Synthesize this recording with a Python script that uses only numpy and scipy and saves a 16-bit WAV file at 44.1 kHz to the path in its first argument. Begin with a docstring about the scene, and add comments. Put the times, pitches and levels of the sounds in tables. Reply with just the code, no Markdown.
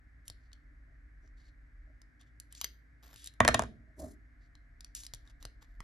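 """At a desk in a small, quiet room, a metal mechanical pencil is fitted together by hand, close to a
small stereo microphone. Its parts tick as they touch, scrape as they slide or turn, and click home.
The grip slips off and bounces, making the desk ring, then is dragged off the desk mat and picked up.
Behind it all are a low hum, a deep rumble that comes and goes, and a soft band of hiss."""
import sys
import numpy as np
from scipy import signal
from scipy.fft import rfft, irfft, next_fast_len
from scipy.io import wavfile
from scipy.ndimage import uniform_filter1d

SR = 44100
rng = np.random.default_rng(int(sys.argv[2]) if len(sys.argv) > 2 else 0)


def to_wav(sig):
    """Store sig (one row per channel, or 1-D mono) as 16-bit WAV at the path in sys.argv[1].

    Samples outside -1..1 are clipped; the rate is SR.
    """
    pcm = np.clip(np.atleast_2d(sig), -1, 1) * 32767
    pcm = np.round(pcm).astype(np.int16)
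    wavfile.write(sys.argv[1], SR, pcm.T)  # frames by channels


N = 257103
TIME = np.arange(N) / SR
TAPS = 4096  # filter length in samples
HZ = np.fft.rfftfreq(TAPS, 1 / SR)  # a "colour" is one gain for each of these frequencies

# The tone of the pencil's hollow body. Each row: frequency in Hz, relative level in dB.
HOLLOW_BODY = [(40, -13.5), (80, -3.5), (160, -1.5), (350, -4.5), (620, 1.5), (1300, 0.5), (2200, -6.5),
               (4000, -26), (16000, -59.5)]
# The murmur of the desk when its mat is rubbed. Each row: frequency in Hz, relative level in dB.
DESK_MURMUR = [(30, -23), (65, 10.5), (160, -10), (260, 2.5), (380, -4), (480, -20), (630, 1), (850, -24),
               (1200, -23), (2500, -53), (16000, -80)]


def ticks(usual_db=-40.5, usual_body_db=-74, body_slope=0.16):
    """Loose parts tap. The hollow body grows only slowly with force, so light taps are duller."""
    # Each row: start in seconds, level in dB, bright edge in dB relative to that level, ring in Hz.
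    taps = [(0.2803, -38.5, -9.5, 3573), (0.517, -59, -34, 3800), (0.531, -41, -25, 4240),
            (1.276, -59, -32, 5900), (2.0175, -47.5, -21, 5184), (2.2132, -54.5, -15.5, 3300),
            (2.4002, -41, -8, 4630), (2.5253, -48, -5.5, 3180), (2.5503, -39.5, -19, 4260),
            (2.6388, -36, -32.5, 4530), (3.1602, -43, -16.5, 3170), (3.243, -41.5, -10.5, 4400),
            (3.2604, -43.5, -6.5, 3710), (3.2733, -34.5, -13, 3800), (3.3388, -56, -13.5, 3676),
            (4.002, -56, -7, 6600), (4.553, -48, -28, 4047), (4.8075, -38.5, -19.5, 4860),
            (4.8462, -36.5, -19.5, 5150), (4.9504, -31, -11, 6380), (5.035, -39.5, -15, 4150),
            (5.0514, -43.5, -20.5, 4800), (5.0658, -32.5, -18.5, 4770), (5.147, -42, -10.5, 4710),
            (5.2753, -51, -28, 4100), (5.299, -53, -22, 4680)]
    out = np.zeros(N)
    for start, db, edge_db, ring_hz in taps:
        body_db = usual_body_db + body_slope * (db - usual_db)
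        add(out, start, click(db, body_db - db, edge_db, ring_hz, ring_db=10))
    return out


def parts_pushed_home(thud_hz=105, thud_s=0.0139, knock_hz=560, knock_s=0.0014):
    """A part hits its stop: a click, a small knock, a soft thud in the hands and a ringing grip tube."""
    # Each row: start in seconds, then five levels in dB: click, hollow body relative to the click,
    # strength of the barrel's ring, thud, grip tube.
    pushes = [(0.2999, -33.5, -34, 32, -46.5, -90), (2.6134, -23.5, -29, -15, -68, -43),
              (2.6442, -24.5, -41, 0, -66, -37.5), (5.137, -30, -34.5, -7.5, -44.5, -56.5),
              (5.4272, -40, -27, 0, -63, -64), (5.4521, -32, -21.5, 11, -44.5, -87),
              (5.8045, -41, -9, 5, -72, -80)]
    # The grip tube's notes. Each row: pitch in Hz, level in dB, seconds to fade by 60 dB.
    grip_notes = [(2155, 0.5, 0.015), (3230, -4.5, 0.046), (4700, -9, 0.073), (4900, -12, 0.12),
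                  (6040, 13, 0.01), (8650, -10.5, .02), (12190, 4, 0.019), (12600, 0.5, .025)]
    out, t = np.zeros(N), TIME[:SR // 2]
    thud = np.sin(2 * np.pi * thud_hz * t) * np.exp(-t / thud_s)
    knock = amp(-2) * np.sin(2 * np.pi * knock_hz * t) * np.exp(-t / knock_s)
    for start, click_db, body_db, ring_db, thud_db, tube_db in pushes:
        tube = sum(amp(db - 60 * t / fade_s) * np.sin(2 * np.pi * hz * rng.normal(1, 0.0051) * t)
                   for hz, db, fade_s in grip_notes)
        add(out, start, click(click_db, body_db, edge_db=-19.5, ring_hz=4330, ring_db=ring_db))
        add(out, start, amp(thud_db) * (thud + knock) + amp(tube_db) * tube)
    return out


def slides():
    """The grip scrapes over the inner tube, louder or softer as the two close or part."""
    # Each row: start and end in seconds, level in dB, swell in dB per second,
    # bright edge in relative dB, ring in Hz.
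    scrapes = [(0.262, 0.30, -78, -150, 7, 3500), (2.515, 2.538, -70.5, 1.5, -10.5, 3200),
               (2.555, 2.622, -59, -24.5, -11.5, 7200), (3.165, 3.283, -62, 50, -1, 3600),
               (4.958, 5.071, -57.5, -130, -0.5, 7000)]
    out = np.zeros(N)
    for start, end, db, swell, edge_db, ring_hz in scrapes:
        tube = metal(ring_hz, body_db=-29, edge_db=edge_db, ring_db=5, ring_octaves=0.46)
        colour = np.hypot(tube, whistle(-21.5))
        add(out, *stroke(start, end, db, colour, catch_db=2, swell_db_per_s=swell))
    return out


def turns():
    """The screw thread grinds as the grip is turned, and the hollow body sounds with it."""
    # Each row: start and end in seconds, level in dB, the thread's whistle in relative dB.
    twists = [(3.033, 3.149, -66.5, -6), (5.258, 5.307, -73, -26), (5.409, 5.447, -72.5, -12.5),
              (5.619, 5.645, -69, -14), (5.66, 5.77, -90, -8)]
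    out = np.zeros(N)
    tube = metal(ring_hz=3870, body_db=-1.5, edge_db=-6, ring_db=-4.5, ring_octaves=0.28)
    for start, end, db, whistle_db in twists:
        colour = np.hypot(tube, whistle(whistle_db))
        add(out, *stroke(start, end, db, colour, catch_db=5, grain_db=7.5))
    return out


def rubs():
    """Fingers rub the barrel softly and bring out one ringing pitch."""
    # Each row: start and end in seconds, level in dB, ring in Hz.
    finger_moves = [(0.404, 0.482, -84.5, 4450), (1.225, 1.288, -85, 5900), (1.377, 1.496, -76, 4300),
                    (2.204, 2.227, -68.5, 3430), (2.271, 2.29, -80, 3360), (4.41, 4.471, -82, 4360)]
    out = np.zeros(N)
    for start, end, db, ring_hz in finger_moves:
        colour = metal(ring_hz, body_db=-9, edge_db=-37, ring_db=6, ring_octaves=0.11)
        add(out, *stroke(start, end, db, colour, catch_db=2.2))
    return out


def bounces(rise_cycles=0.37, travel_s=.0006, scatter_db=2, detune=0.033, rattle_db=-8):
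    """The dropped grip bounces: each landing thumps the desk, rattles briefly and ticks."""
    # Each row: start in seconds, thump in dB, hardness as treble gain in dB per octave, tick in dB.
    landings = [(3.404, -15, -0.5, -29), (3.4496, -21, -1.5, -33), (3.4780, -19.5, 3.5, -20),
                (3.4865, -18, -2, -25.5), (3.5433, -31, 5, -29), (3.5455, -22.5, 2, -26),
                (3.5938, -24.5, -4.5, -30), (3.6216, -33, -13, -41.5), (3.6364, -40.5, -7, -48.5)]
    # The desk's notes. Each row: pitch in Hz, level in dB, seconds to fade by 60 dB.
    desk_notes = [(62, -24, 0.85), (76, -16.5, 0.1), (108, -9, 0.11), (212.4, -13.5, 0.083),
                  (241.5, -11, 0.12), (337, -13.5, 0.076), (450, -12, 0.038), (637, 0.5, 0.031),
                  (677.5, 1.5, .028), (958, -7, 0.03), (1084, -6, 0.028), (1590, -6, 0.0053),
                  (1600, -4, .022), (1786, 0, 0.02), (2420, -7, 0.026), (2806, -13, .018),
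                  (3290, -13.5, 0.04), (3640, -10, 0.021), (4260, -8, 0.0098), (4970, -13.5, 0.013)]
    out = np.zeros(N)
    hz, note_db, fade_s = np.transpose(desk_notes)
    t = np.maximum(TIME[:SR, None] - travel_s * 700 / hz, 0)  # slow, low bending waves arrive last
    swell = 1 - np.exp(-(t * hz / rise_cycles) ** 2)
    rattle_colour = shape(HOLLOW_BODY) * HZ / np.hypot(HZ, 250)  # thinned below 250 Hz
    tick_colour = metal(ring_hz=6530, body_db=-6.5, edge_db=-7, barrel_db=-8.5)
    tick_colour *= treble_cut(10800)  # the soft mat dulls the top
    for start, thump_db, hardness, tick_db in landings:
        phase, strength, shift = rng.standard_normal((3, len(hz)))  # each spot rings its own way
        level = note_db + hardness * np.log2(np.maximum(hz, 700) / 700) + scatter_db * strength
        cycles = hz * (1 + detune * shift) * t + 0.26 * phase
        notes = amp(level - 60 * t / fade_s) * swell * np.sin(2 * np.pi * cycles)
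        add(out, start, amp(thump_db) * notes.sum(1))
        rattle = contact(crack_s=.0022, ring_s=0.0096, ring_db=-19)
        add(out, start, amp(thump_db + rattle_db) * coloured(rattle, rattle_colour))
        tick = contact(crack_s=.0007, ring_s=0.00082, ring_db=-21)
        add(out, start, amp(tick_db) * coloured(tick, tick_colour))
    return out


def pickup(start_s=4.0, end_s=4.155, rise_s=0.04, hold_s=0.057, lift_s=.015):
    """Fingers drag the grip off the mat: skin hisses, and the desk murmurs until the weight is off."""
    # The hiss of skin. Each row: frequency in Hz, relative level in dB.
    skin = [(100, -38), (2800, -27.5), (4000, -14.5), (5500, -12.5), (7800, -4), (10000, -10), (13000, -17),
            (16000, -48)]
    t = TIME - start_s
    touch = np.clip(1 + t / rise_s, 0, 1) ** 2 * np.clip((end_s - TIME) / lift_s, 0, 1)
    murmur = drag(N) * touch * amp(-44 - 330 * np.maximum(t - hold_s, 0))  # falls 330 dB a second
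    hiss = drag(N) * touch * amp(-56 - 115 * np.maximum(t, 0))
    murmur_colour = shape(DESK_MURMUR) * HZ / np.hypot(HZ, 130)  # thinned below 130 Hz
    return (coloured(murmur, murmur_colour) + coloured(hiss, shape(skin)))[:N]


def brushes():
    """A hand brushes over the mat and the desk murmurs."""
    # Each row: start and end in seconds, level in dB.
    hand_moves = [(0.848, 0.965, -74), (1.218, 1.27, -67.5), (1.852, 1.93, -70), (3.865, 3.923, -67)]
    out = np.zeros(N)
    for start, end, db in hand_moves:
        count = round((end - start) * SR)
        friction = drag(count) * signal.windows.tukey(count, .7)
        add(out, start, amp(db) * coloured(friction, shape(DESK_MURMUR)))
    return out


def click(db, body_db, edge_db, ring_hz, ring_db):
    """Two pencil parts tap together; the desk just below echoes the tap at once."""
    blow = contact(crack_s=.0007, ring_s=.003, ring_db=-18)
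    echo_s = 0.00074 * 2 ** rng.uniform(-.5, .5)
    desk_echo = abs(1 + .45 * np.exp(2j * np.pi * HZ * echo_s))
    colour = metal(ring_hz, body_db, edge_db, barrel_db=-17, ring_db=ring_db, ring_octaves=.22)
    return amp(db) * coloured(blow, colour * desk_echo * treble_cut(14500))


def contact(crack_s, ring_s, ring_db):
    """One blow: a burst of tiny collisions with a short, fading tail."""
    t = TIME[:TAPS // 2]
    burst = rng.standard_normal(len(t)) * (np.exp(-t / crack_s) + amp(ring_db) * np.exp(-t / ring_s))
    band_power = uniform_filter1d(abs(rfft(burst, TAPS)) ** 2, size=161)
    flat = coloured(burst, 1 / np.sqrt(band_power))  # a hard blow drives all broad bands alike
    return flat[:len(t)] * np.sqrt(SR / 100)  # as much energy as 10 ms at level one


def stroke(start, end, db, colour, catch_db, swell_db_per_s=0, grain_db=4, fade_s=0.021):
    """One scrape: fine grains that clump where the surfaces catch. 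Returns its start and its sound."""
    t = start - fade_s / 2 + TIME[:round((end - start + fade_s) * SR)]
    size, noise = rng.standard_normal((2, N))[:, :len(t)]
    grains = evened(noise * amp(grain_db * size + catch_db * drift(150, len(t))))
    fade = np.minimum(np.minimum(t - t[0], t[-1] - t) / fade_s, 1)
    pressure = amp(db + swell_db_per_s * (t - (start + end) / 2)) * np.sqrt(fade)
    return t[0], coloured(grains * pressure, colour * treble_cut(13600, steepness=20))


def drag(count, lumpy_db=3, lump_hz=70):
    """Lumpy friction on the desk mat: noise with a quickly wobbling level."""
    return evened(rng.standard_normal(N)[:count] * amp(lumpy_db * drift(lump_hz, count)))


def metal(ring_hz, body_db, edge_db, barrel_db=0, ring_db=4, ring_octaves=0.18):
    """The pencil's colour: a barrel with one stronger ring, a hollow body and a bright contact edge."""
    # The tones of barrel and edge. 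Each row: frequency in Hz, relative level in dB.
    barrel_tone = [(100, -40), (900, -27.5), (1800, -9), (3000, -2.5), (5000, -0.5), (7500, -1.5),
                   (10000, -13), (16000, -33.5)]
    edge_tone = [(100, -61.5), (3000, -27), (6000, -3), (8000, 5), (10500, -1), (12800, -12.5),
                 (14000, -17), (16000, -16)]
    barrel = amp(barrel_db) * evened(shape(barrel_tone) * (1 + amp(ring_db) * peak(ring_hz, ring_octaves)))
    body = amp(body_db) * shape(HOLLOW_BODY)
    edge = amp(edge_db) * shape(edge_tone)
    return np.linalg.norm([barrel, body, edge], axis=0)


def whistle(db):
    """The colour of the thread's thin whistle."""
    return amp(db) * evened(peak(hz=12500, octaves=.045))


def room(x, wet_db, near_db, gap_s=.005, near_s=0.0019):
    """Quick echoes off hands and desk, then the small room's tail, each band dying at its own speed."""
    # How long the tail lasts. 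Each row: frequency in Hz, seconds to fade by 60 dB.
    fade_times = [(100, 1), (300, 0.4), (700, 0.12), (1500, 0.1467), (4000, 0.29), (8000, 0.21),
                  (14000, 0.37)]
    # How strong the tail is. Each row: frequency in Hz, relative level in dB.
    tail_levels = [(100, -10.5), (300, 1.5), (700, -6), (1700, -1.5), (4000, -7), (5500, -11), (7500, -14),
                   (11000, -16), (14000, -19)]
    reflections = diffuse(rng.standard_normal((2, SR)) * (rng.random((2, SR)) < .12))
    hz, t, bands = signal.stft(evened(reflections), SR, nperseg=256)
    fade_s = read(fade_times, hz)[:, None]
    same_energy = np.sqrt(2 * np.log(1000) / fade_s / SR)  # for long and short tails alike
    bands *= amp(read(tail_levels, hz)[:, None] - 60 * t / fade_s) * same_energy
    age = TIME[:SR]
    tail = signal.istft(bands, SR, nperseg=256)[1][:, :SR] * (1 - np.exp(-(age / gap_s) ** 2))
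    near = diffuse(rng.standard_normal((2, SR))) * age * np.exp(-age / near_s)
    echoes = amp(wet_db) * tail + amp(near_db) * near / np.linalg.norm(near[0])
    return x + signal.fftconvolve(x[None], echoes, axes=1)[:, :N]


def microphone(pair, phase, balance):
    """Sound from one spot reaches the microphone's two sides with different delay and strength."""
    hz = np.fft.rfftfreq(N, 1 / SR)
    left = amp(read(balance, hz) / 2) * np.exp(1j * read(phase, hz) / 2)
    return irfft(rfft(pair) * np.array([left, 1 / left]), N)


def background(rumble_hz=42, rumble_width_hz=9, hum_rise_s=0.18):
    """Steady room air, a deep rumble that comes and goes, and a few wavering hums."""
    # The air's hiss. Each row: frequency in Hz, level in dB per Hz.
    air_tone = [(20, -108), (32, -90), (60, -82.5), (88, -86), (130, -90), (200, -103), (255, -102.5),
                (295, -90.5), (330, -106), (480, -111), (680, -110), (900, -116), (1150, -111), (1700, -98),
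                (2150, -103), (2600, -121), (3100, -126), (5000, -127), (9000, -135), (16000, -146)]
    # The rumble's course. Each row: time in seconds, level in dB.
    rumble_levels = [(0, -67.5), (1.1, -58.5), (1.9, -56), (2.15, -74.5), (3, -75), (5.83, -50)]
    # Each row: time in seconds when the hum is fully on, pitch in Hz, level in dB.
    hums = [(0, 55.4, -60), (0, 250, -80), (4.3, 690, -89)]
    air_gain = amp(read(air_tone, np.fft.rfftfreq(N, 1 / SR))) * np.sqrt(SR / 2)
    air = irfft(rfft(diffuse(rng.standard_normal((2, N)))) * air_gain, N)
    angle = 2 * np.pi * rumble_hz * TIME
    rumble = evened(drift(rumble_width_hz) * np.sin(angle) + drift(rumble_width_hz) * np.cos(angle))
    out = air + rumble * amp(np.interp(TIME, *np.transpose(rumble_levels)))
    for on_s, hz, db in hums:
        tone = np.sin(2 * np.pi * (hz * TIME + .1 * drift(6)))
        hum = evened(tone * amp(1.2 * drift(4)))
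        out += amp(db) * hum * np.clip(1 + (TIME - on_s) / hum_rise_s, 0, 1)
    return out


def diffuse(pair):
    """Turns two unrelated noises into sound from all around, partly alike on the left and right."""
    # Each row: frequency in Hz, likeness of the two sides from 0 (unrelated) to 1 (the same).
    likeness = [(60, .85), (290, .65), (640, .25), (1400, 0), (3500, .2), (6500, .8), (8500, .97),
                (14000, .92)]
    count = pair.shape[1]
    left, other = rfft(pair)
    alike = read(likeness, np.fft.rfftfreq(count, 1 / SR))
    right = alike * left + np.sqrt(1 - alike ** 2) * other
    return irfft(np.array([left, right]), count)


def coloured(x, gain):
    """Filters a sound by a colour, so that nothing rings before its blow."""
    log_gain = np.log(np.maximum(np.r_[gain, gain[-2:0:-1]], gain.max() * 1e-5))
    response = np.exp(np.conj(signal.hilbert(log_gain)))[:len(gain)]
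    return signal.fftconvolve(x, irfft(response))


def drift(rate_hz, count=N):
    """A smooth random wobble with a typical size of one."""
    size = next_fast_len(N, True)
    keep_slow = np.exp(-(np.fft.rfftfreq(size, 1 / SR) / rate_hz) ** 2)
    return evened(irfft(rfft(rng.standard_normal(size)) * keep_slow, size))[:count]


def peak(hz, octaves):
    """A colour with one bump of height one."""
    return 1 / (1 + (np.log2((HZ + 1) / hz) / octaves) ** 2)


def treble_cut(hz, steepness=10):
    """A colour that falls away above a frequency."""
    return 1 / np.sqrt(1 + (HZ / hz) ** steepness)


def shape(points):
    """Turns a tone table into a colour that keeps the power of white noise."""
    return evened(amp(read(points, HZ)))


def read(points, hz):
    """Reads between a table's rows, with frequency spaced in octaves."""
    row_hz, value = np.transpose(points)
    return np.interp(np.log(hz + 1), np.log(row_hz + 1), value)


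def amp(db):
    """Decibels to gain."""
    return 10 ** (np.asarray(db) / 20)


def evened(x):
    """Scales to an average power of one."""
    return x / np.sqrt(np.mean(x ** 2) + 1e-30)


def add(mix, start_s, sound):
    """Mixes a sound in at a time."""
    part = mix[round(start_s * SR):][:len(sound)]
    part += sound[:len(part)]


def scene():
    """The pencil and the desk sound into the room from two spots, over its background."""
    # How each spot is heard. Each row: frequency in Hz, how far the left side leads in radians.
    pencil_phase = [(60, 0), (1500, 0), (3000, .7), (4800, .2), (5600, -1), (7000, -1.8), (8300, -3.1),
                    (9600, -4.1), (10900, -5.6), (13000, -6.7), (16000, -9.4)]
    desk_phase = [(60, 0), (700, 0), (1030, 1.1), (1300, 2.2), (1700, .8), (4800, .5), (5600, -.8),
                  (7000, -1.6), (10800, -5.5), (16000, -9)]
    # Each row: frequency in Hz, left level minus right level in dB.
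    pencil_balance = [(60, -.5), (700, -.8), (1500, -1.5), (2800, 5), (4400, 3), (8000, .5), (15000, 0)]
    desk_balance = [(60, -2), (130, -2.5), (290, -1), (640, 1), (1410, -3), (3100, 5), (6820, 1.5),
                    (15000, -1)]
    pencil = room(ticks() + parts_pushed_home() + slides() + turns() + rubs(), wet_db=-3.5, near_db=-10.5)
    desk = room(bounces() + brushes() + pickup(), wet_db=-3, near_db=-13)
    pencil = microphone(pencil, pencil_phase, pencil_balance)
    desk = microphone(desk, desk_phase, desk_balance)
    return pencil + desk + background()


def record(dry):
    """Cuts away the highest treble, above 16400 Hz."""
    low_pass = signal.firwin(511, 16400, window=("kaiser", 9), fs=SR)
    return signal.oaconvolve(dry, low_pass[None], "same")


dry = scene()
out = record(dry)
to_wav(out)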